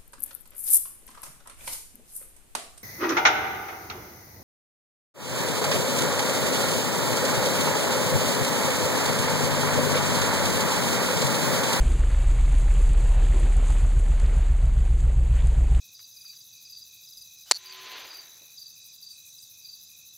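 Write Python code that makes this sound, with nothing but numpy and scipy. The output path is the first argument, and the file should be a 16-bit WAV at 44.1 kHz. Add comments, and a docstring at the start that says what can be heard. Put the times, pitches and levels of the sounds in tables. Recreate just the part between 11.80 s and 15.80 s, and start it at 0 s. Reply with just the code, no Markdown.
"""A ship's twin diesel engines throb through the hull as it pushes through sea ice, heard from the deck.
Their sound is a stack of tones called orders, each a whole multiple of the engine's cycle rate.
Below, bubbles churn, splash and fizz between broken floes. Ice crackles and snaps, slush surges,
and one floe knocks dully as it rolls over. Wind and hull rumble underneath it all."""
import sys
import numpy as np
from scipy import signal
from scipy.fft import rfft, irfft
from scipy.io import wavfile

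SR = 44100
rng = np.random.default_rng(int(sys.argv[2]) if len(sys.argv) > 2 else 0)


def dump(signal):
    """Clip the signal to [-1, 1] and save it as 16-bit WAV at the path in sys.argv[1]."""
    limited = np.clip(np.atleast_2d(signal).T, -1, 1)
    pcm = np.round(limited * 32767).astype(np.int16)
    wavfile.write(sys.argv[1], SR, pcm)


N = 176400
TIME = np.arange(N) / SR

# spectrum of the wind and hull rumble (f/Hz, relative level/dB)
RUMBLE_SPECTRUM = [(5, -4), (14, 7.5), (35, -1.5), (60, -6), (90, -10), (155, -12), (190, -21.5),
                   (300, -35), (700, -62.5)]
# spectra of the low, middle and high parts of the wake (f/Hz, relative level/dB)
CHURN_SPECTRUM = [(100, -31), (200, 1.5), (260, -2), (450, -0.5), (800, -1.2), (1100, -10), (1700, -19),
                  (4000, -44)]
SPLASH_SPECTRUM = [(400, -8), (900, .3), (1300, -.5), (2200, .4), (3000, -1.8), (4200, -5.2), (5500, -6.5),
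                   (8000, -52)]
FIZZ_SPECTRUM = [(2500, -23), (4500, -8), (5800, -3), (7200, 1.5), (8200, -3), (10000, -11.2),
                 (12000, -20.5), (15000, -38)]
# how the churning rises and falls (t/s, relative level/dB)
CHURN_LEVELS = [(0.04, -44.5), (.6, -46.7), (1.2, -45.7), (1.45, -44), (1.68, -44.8), (1.85, -45.5),
                (2.04, -44.3), (2.1, -48), (2.33, -46.2), (2.62, -47), (2.9, -49.3), (3.18, -50),
                (3.27, -47), (3.45, -50), (3.7, -48.5), (3.94, -48)]
# how the rest of the wake rises and falls (t/s, relative splash level/dB, relative fizz level/dB)
SPLASH_FIZZ_LEVELS = [(0.02, -45, -49), (0.08, -47, -50.5), (0.125, -45.5, -48), (0.17, -47, -50.5),
                      (.3, -47.5, -51.7), (.5, -47.5, -50.3), (.68, -48, -51.3), (.8, -47.7, -49.7),
                      (1.3, -48.7, -51), (1.43, -46.7, -51.3), (1.72, -47, -50.7), (1.81, -48, -51.5),
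                      (1.9, -46.3, -48.7), (2.01, -46.5, -50.2), (2.1, -51, -53), (2.19, -49.5, -51.2),
                      (2.24, -51, -54), (2.41, -48.7, -52.8), (2.5, -50.2, -54.5), (2.58, -49.8, -53.3),
                      (2.8, -52.2, -55.8), (3.5, -54, -55.7), (3.55, -50.5, -53), (3.67, -51, -53.3),
                      (3.86, -52.5, -55), (3.96, -50.5, -53.7)]
# snaps of ice (t/s, level/dB, centre f/Hz, decay time/s)
ICE_SNAPS = [(.135, -44, 7500, .003), (.719, -40, 7600, .0015), (.750, -37.5, 3000, .003),
             (.784, -39, 7800, .003), (1.017, -37.5, 8500, .003), (1.133, -39, 7000, .003),
             (1.291, -39, 7000, .003), (1.597, -38, 8500, .004), (1.766, -37.5, 7000, .006),
             (1.881, -40, 6000, .004), (1.904, -37, 6500, .004), (2.192, -41.5, 7800, .006),
             (2.398, -35.5, 5600, .004), (2.461, -37, 3940, .003), (2.581, -43, 7800, .002),
             (3.590, -42, 3000, .004), (3.670, -38, 7400, .004), (3.948, -41, 3000, .005)]
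# surges of slush and water (t/s, length/s, level/dB, centre f/Hz)
SLUSH_SURGES = [(0, .2, -44.5, 235), (1.26, 0.19, -47, 700), (1.525, 0.12, -42.5, 338),
                (1.888, 0.028, -42.5, 950), (2.12, .09, -46, 280), (2.30, 0.5, -53, 1340),
                (2.43, 0.17, -48, 450), (3.53, 0.1, -48.5, 2050), (3.67, .33, -50.5, 260)]
# knocks of the rolling floe (t/s, level/dB, pitch ratio)
FLOE_KNOCKS = [(1.539, -33.5, .98), (1.567, -38, 1), (1.607, -45, 1.05), (1.637, -39, .95)]
# tones the floe rings with (f/Hz, relative level/dB, time to fade by 60 dB/s)
FLOE_TONES = [(246, 3, .13), (296, -10.5, .09), (385, -6, 0.068), (480, -6, 0.052)]
# engine speed (t/s, cycle rate/Hz)
ENGINE_SPEED = [(0, 7.54), (.75, 7.515), (1.3, 7.485), (2.25, 7.47), (2.75, 7.445), (3.2, 7.42), (4, 7.42)]
# the engine's strong low tones swell and fade (t/s, then level/dB for each of LOW_ORDERS)
LOW_ORDER_LEVELS = [(0, -30, -25, -23, -29, -44, -36, -47), (.6, -36, -29, -18.7, -37, -28, -42, -52),
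                    (1.1, -35, -27, -17.5, -38, -25.5, -35, -60), (1.55, -37, -33, -18, -38, -25, -32, -51),
                    (2.4, -39, -38, -19.3, -36, -30.5, -33, -47),
                    (2.95, -41, -35, -20.5, -36, -35, -32.5, -44), (3.4, -39, -35, -22, -31, -41, -33, -41),
                    (4, -44, -35, -22, -31, -37, -33, -41)]
# the engine's weaker, higher tones (order, base level/dB)
UPPER_ORDERS = [(11, -39.5), (12, -45), (13, -49), (14, -48), (15, -49.5), (16, -39.5), (17, -48),
                (18, -51), (19, -48.5), (20, -46.5), (21, -49), (23, -56.5), (24, -60.5), (27, -59.5),
                (32, -60.5), (46, -59.5), (59, -62)]

LOW_ORDERS = (3, 4, 5, 6, 7, 9, 10)
HULL_ORDER, TWIN_ORDER, FIRING_ORDER = 5, 7, 8
HEAVY_STROKE_S, IN_STEP_S, TWIN_LEAD_HZ = 2.043, 1.42, .0185
THROB_DB, WAVER_DB, RISE_DB_PER_S = 4, 2.03, 1.5


def amp(db):
    """Turns decibels into a gain."""
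    return 10 ** (np.asarray(db) / 20)


def unit(x):
    """Scales a signal to an average (rms) size of one."""
    return x / np.sqrt(np.mean(x ** 2) + 1e-20)


def curve(table, column):
    """Joins the points in one column of a time table, giving a value for every sample."""
    rows = np.array(table)
    return np.interp(TIME, rows[:, 0], rows[:, column])


def colour(x, spectrum):
    """Shapes a sound with a spectrum, then scales it to an average size of one."""
    hz, db = np.transpose(spectrum)
    f = np.fft.rfftfreq(N, 1 / SR) + 1
    gain = amp(np.interp(np.log(f), np.log(hz), db))
    return unit(irfft(rfft(x) * gain, N))


def drift(rate_hz):
    """A smooth random wobble, up to about the given rate."""
    f = np.fft.rfftfreq(N, 1 / SR)
    return unit(irfft(rfft(rng.standard_normal(N)) * (f > 0) * np.exp(-(f / rate_hz) ** 2), N))


def band_noise(hz, size, octaves=.5):
    """A short stretch of noise around a centre frequency."""
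    f = np.fft.rfftfreq(size, 1 / SR) + 1
    band = np.exp(-.5 * (np.log2(f / hz) / octaves) ** 2)
    return unit(irfft(rfft(rng.standard_normal(size)) * band, size))


def add(mix, start_s, sound):
    """Mixes a sound in at the given time."""
    part = mix[max(round(start_s * SR), 0):][:len(sound)]
    part += sound[:len(part)]


def rumble():
    """Low wind and hull noise, easing by one decibel a second."""
    return amp(-32.5 - (TIME - TIME.mean())) * colour(rng.standard_normal(N), RUMBLE_SPECTRUM)


def bubbles(low_hz, high_hz, per_s, cycles, spread_db, glide, sizes=24):
    """A shower of tiny fading rings: long ones sound like bubbles, short ones like crackle."""
    out = np.zeros(N)
    for hz in np.geomspace(low_hz, high_hz, sizes):
        life = cycles / hz
        t = np.arange(0, 2 * life, 1 / SR)
        ring = np.exp(-np.pi * t / life) * np.sin(2 * np.pi * hz * t * (1 + glide * t / life))
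        hits = np.flatnonzero(rng.random(N) < per_s / sizes / SR)
        kicks = np.zeros(N)
        kicks[hits] = rng.choice([-1, 1], len(hits))
        kicks[hits] *= amp(spread_db * np.minimum(rng.exponential(1, len(hits)), 4))
        out += signal.oaconvolve(kicks, ring / np.linalg.norm(ring))[:N]
    return unit(out)


def water(spectrum, near, near_db, flutter_db, flutter_hz):
    """Near bubbles over the hiss of countless far ones, fluttering together."""
    far = rng.standard_normal(N)
    return colour(far + amp(near_db) * near, spectrum) * amp(flutter_db * drift(flutter_hz))


def wake():
    """Big bubbles churn, small ones splash, and foam and ice crumbs fizz."""
    big = bubbles(218.7, 1492, per_s=600, cycles=5.9, spread_db=2, glide=.058)
    churn = water(CHURN_SPECTRUM, big, near_db=-5, flutter_db=.5, flutter_hz=14)
    small = bubbles(888, 5670, per_s=1500, cycles=6.1, spread_db=4, glide=.03)
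    splash = water(SPLASH_SPECTRUM, small, near_db=-8, flutter_db=.5, flutter_hz=24)
    foam = bubbles(3970, 12600, per_s=2200, cycles=4.8, spread_db=4.6, glide=0)
    fizz = water(FIZZ_SPECTRUM, foam, near_db=-6, flutter_db=.9, flutter_hz=22)
    churn *= amp(1 + curve(CHURN_LEVELS, column=1))
    splash *= amp(1.5 + curve(SPLASH_FIZZ_LEVELS, column=1))
    fizz *= amp(3 + curve(SPLASH_FIZZ_LEVELS, column=2))
    slosh = amp(.39 * drift(13))
    return slosh * (churn + splash + fizz)


def ice_snaps():
    """Brittle ice breaks in bursts of bright noise that start sharply and die fast."""
    out, t = np.zeros(N), TIME[:SR // 4]
    attack = np.minimum(t / .0003, 1)
    for start_s, db, hz, decay_s in ICE_SNAPS:
        add(out, start_s, amp(db) * attack * np.exp(-t / decay_s) * band_noise(hz, len(t)))
    return out


def slush_surges():
    """Slush and water surge in soft swells of noise."""
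    out = np.zeros(N)
    for start_s, length_s, db, hz in SLUSH_SURGES:
        swell = np.sqrt(np.hanning(round(length_s * SR)))
        add(out, start_s, amp(db) * swell * band_noise(hz, len(swell)))
    return out


def floe_knocks():
    """A slab of floating ice rolls over, ringing briefly with a few low tones at each knock."""
    out, t = np.zeros(N), TIME[:SR // 4]
    for start_s, db, pitch in FLOE_KNOCKS:
        for hz, tone_db, fade_s in FLOE_TONES:
            fade = np.exp(-np.log(1000) * t / fade_s)
            sign = rng.choice([-1, 1])
            tone = np.sin(2 * np.pi * hz * pitch * rng.uniform(.96, 1.04) * t)
            add(out, start_s, amp(db + tone_db) * fade * sign * tone)
    return out


def engines():
    """Two slow diesels shake the hull; their low tones line up in one heavy stroke per cycle."""
    cycles = np.cumsum(curve(ENGINE_SPEED, column=1)) / SR
    angle = 2 * np.pi * (cycles - np.interp(HEAVY_STROKE_S, TIME, cycles))
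    # the twin runs a hair faster, so the two firing hums beat slowly, partly cancelling when in step
    twin_angle = angle + 2 * np.pi * TWIN_LEAD_HZ * (TIME - IN_STEP_S)
    out = amp(-24) * np.sin(FIRING_ORDER * twin_angle) - amp(-26.5) * np.sin(FIRING_ORDER * angle)
    for column, order in enumerate(LOW_ORDERS, start=1):
        side = -1 if order < HULL_ORDER else 1  # below its own pitch the hull swings the other way
        tone = np.cos(order * (twin_angle if order == TWIN_ORDER else angle))
        out += side * amp(curve(LOW_ORDER_LEVELS, column)) * tone
    # all upper tones waver; the lower of them also swell with each stroke and slowly grow
    throb_db = THROB_DB * (np.cos(angle) - .5)
    rise_db = RISE_DB_PER_S * (TIME - TIME.mean())
    for order, db in UPPER_ORDERS:
        phase = 2 * np.pi * rng.random() + .34 * drift(1.47)
        level_db = db + rise_db * (order <= 27) + throb_db * (order < 22) + WAVER_DB * drift(3.5)
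        out += amp(level_db) * np.cos(order * angle + phase)
    return np.sqrt(2) * out


def scene():
    """Engines, rumble, wake and ice (its highest treble cut), the same in both ears."""
    ship = engines() + rumble() + wake()
    treble_cut = signal.butter(10, 10200, fs=SR, output="sos")
    ice = signal.sosfilt(treble_cut, ice_snaps() + slush_surges() + floe_knocks())
    return np.tile(ship + ice, (2, 1))


def record(dry):
    """Softens both ends, carves a deep dip in the treble and cuts off the very top."""
    fade_s, top_hz = .004, 15100
    dip_hz, dip_width_hz, dip_db = 5450, 1380, -29.5
    faded = dry * np.minimum(np.minimum(TIME, TIME[::-1]) / fade_s, 1)
    offset = 1j * (np.fft.rfftfreq(2 * N, 1 / SR) - dip_hz) / dip_width_hz
    dip = (offset + amp(dip_db)) / (offset + 1)
    dipped = irfft(rfft(faded, 2 * N) * dip)[:, :N]
    top_cut = signal.firwin(511, top_hz, window=("kaiser", 9), fs=SR)
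    return signal.oaconvolve(dipped, top_cut[None], "same")


dry = scene()
out = record(dry)
dump(out)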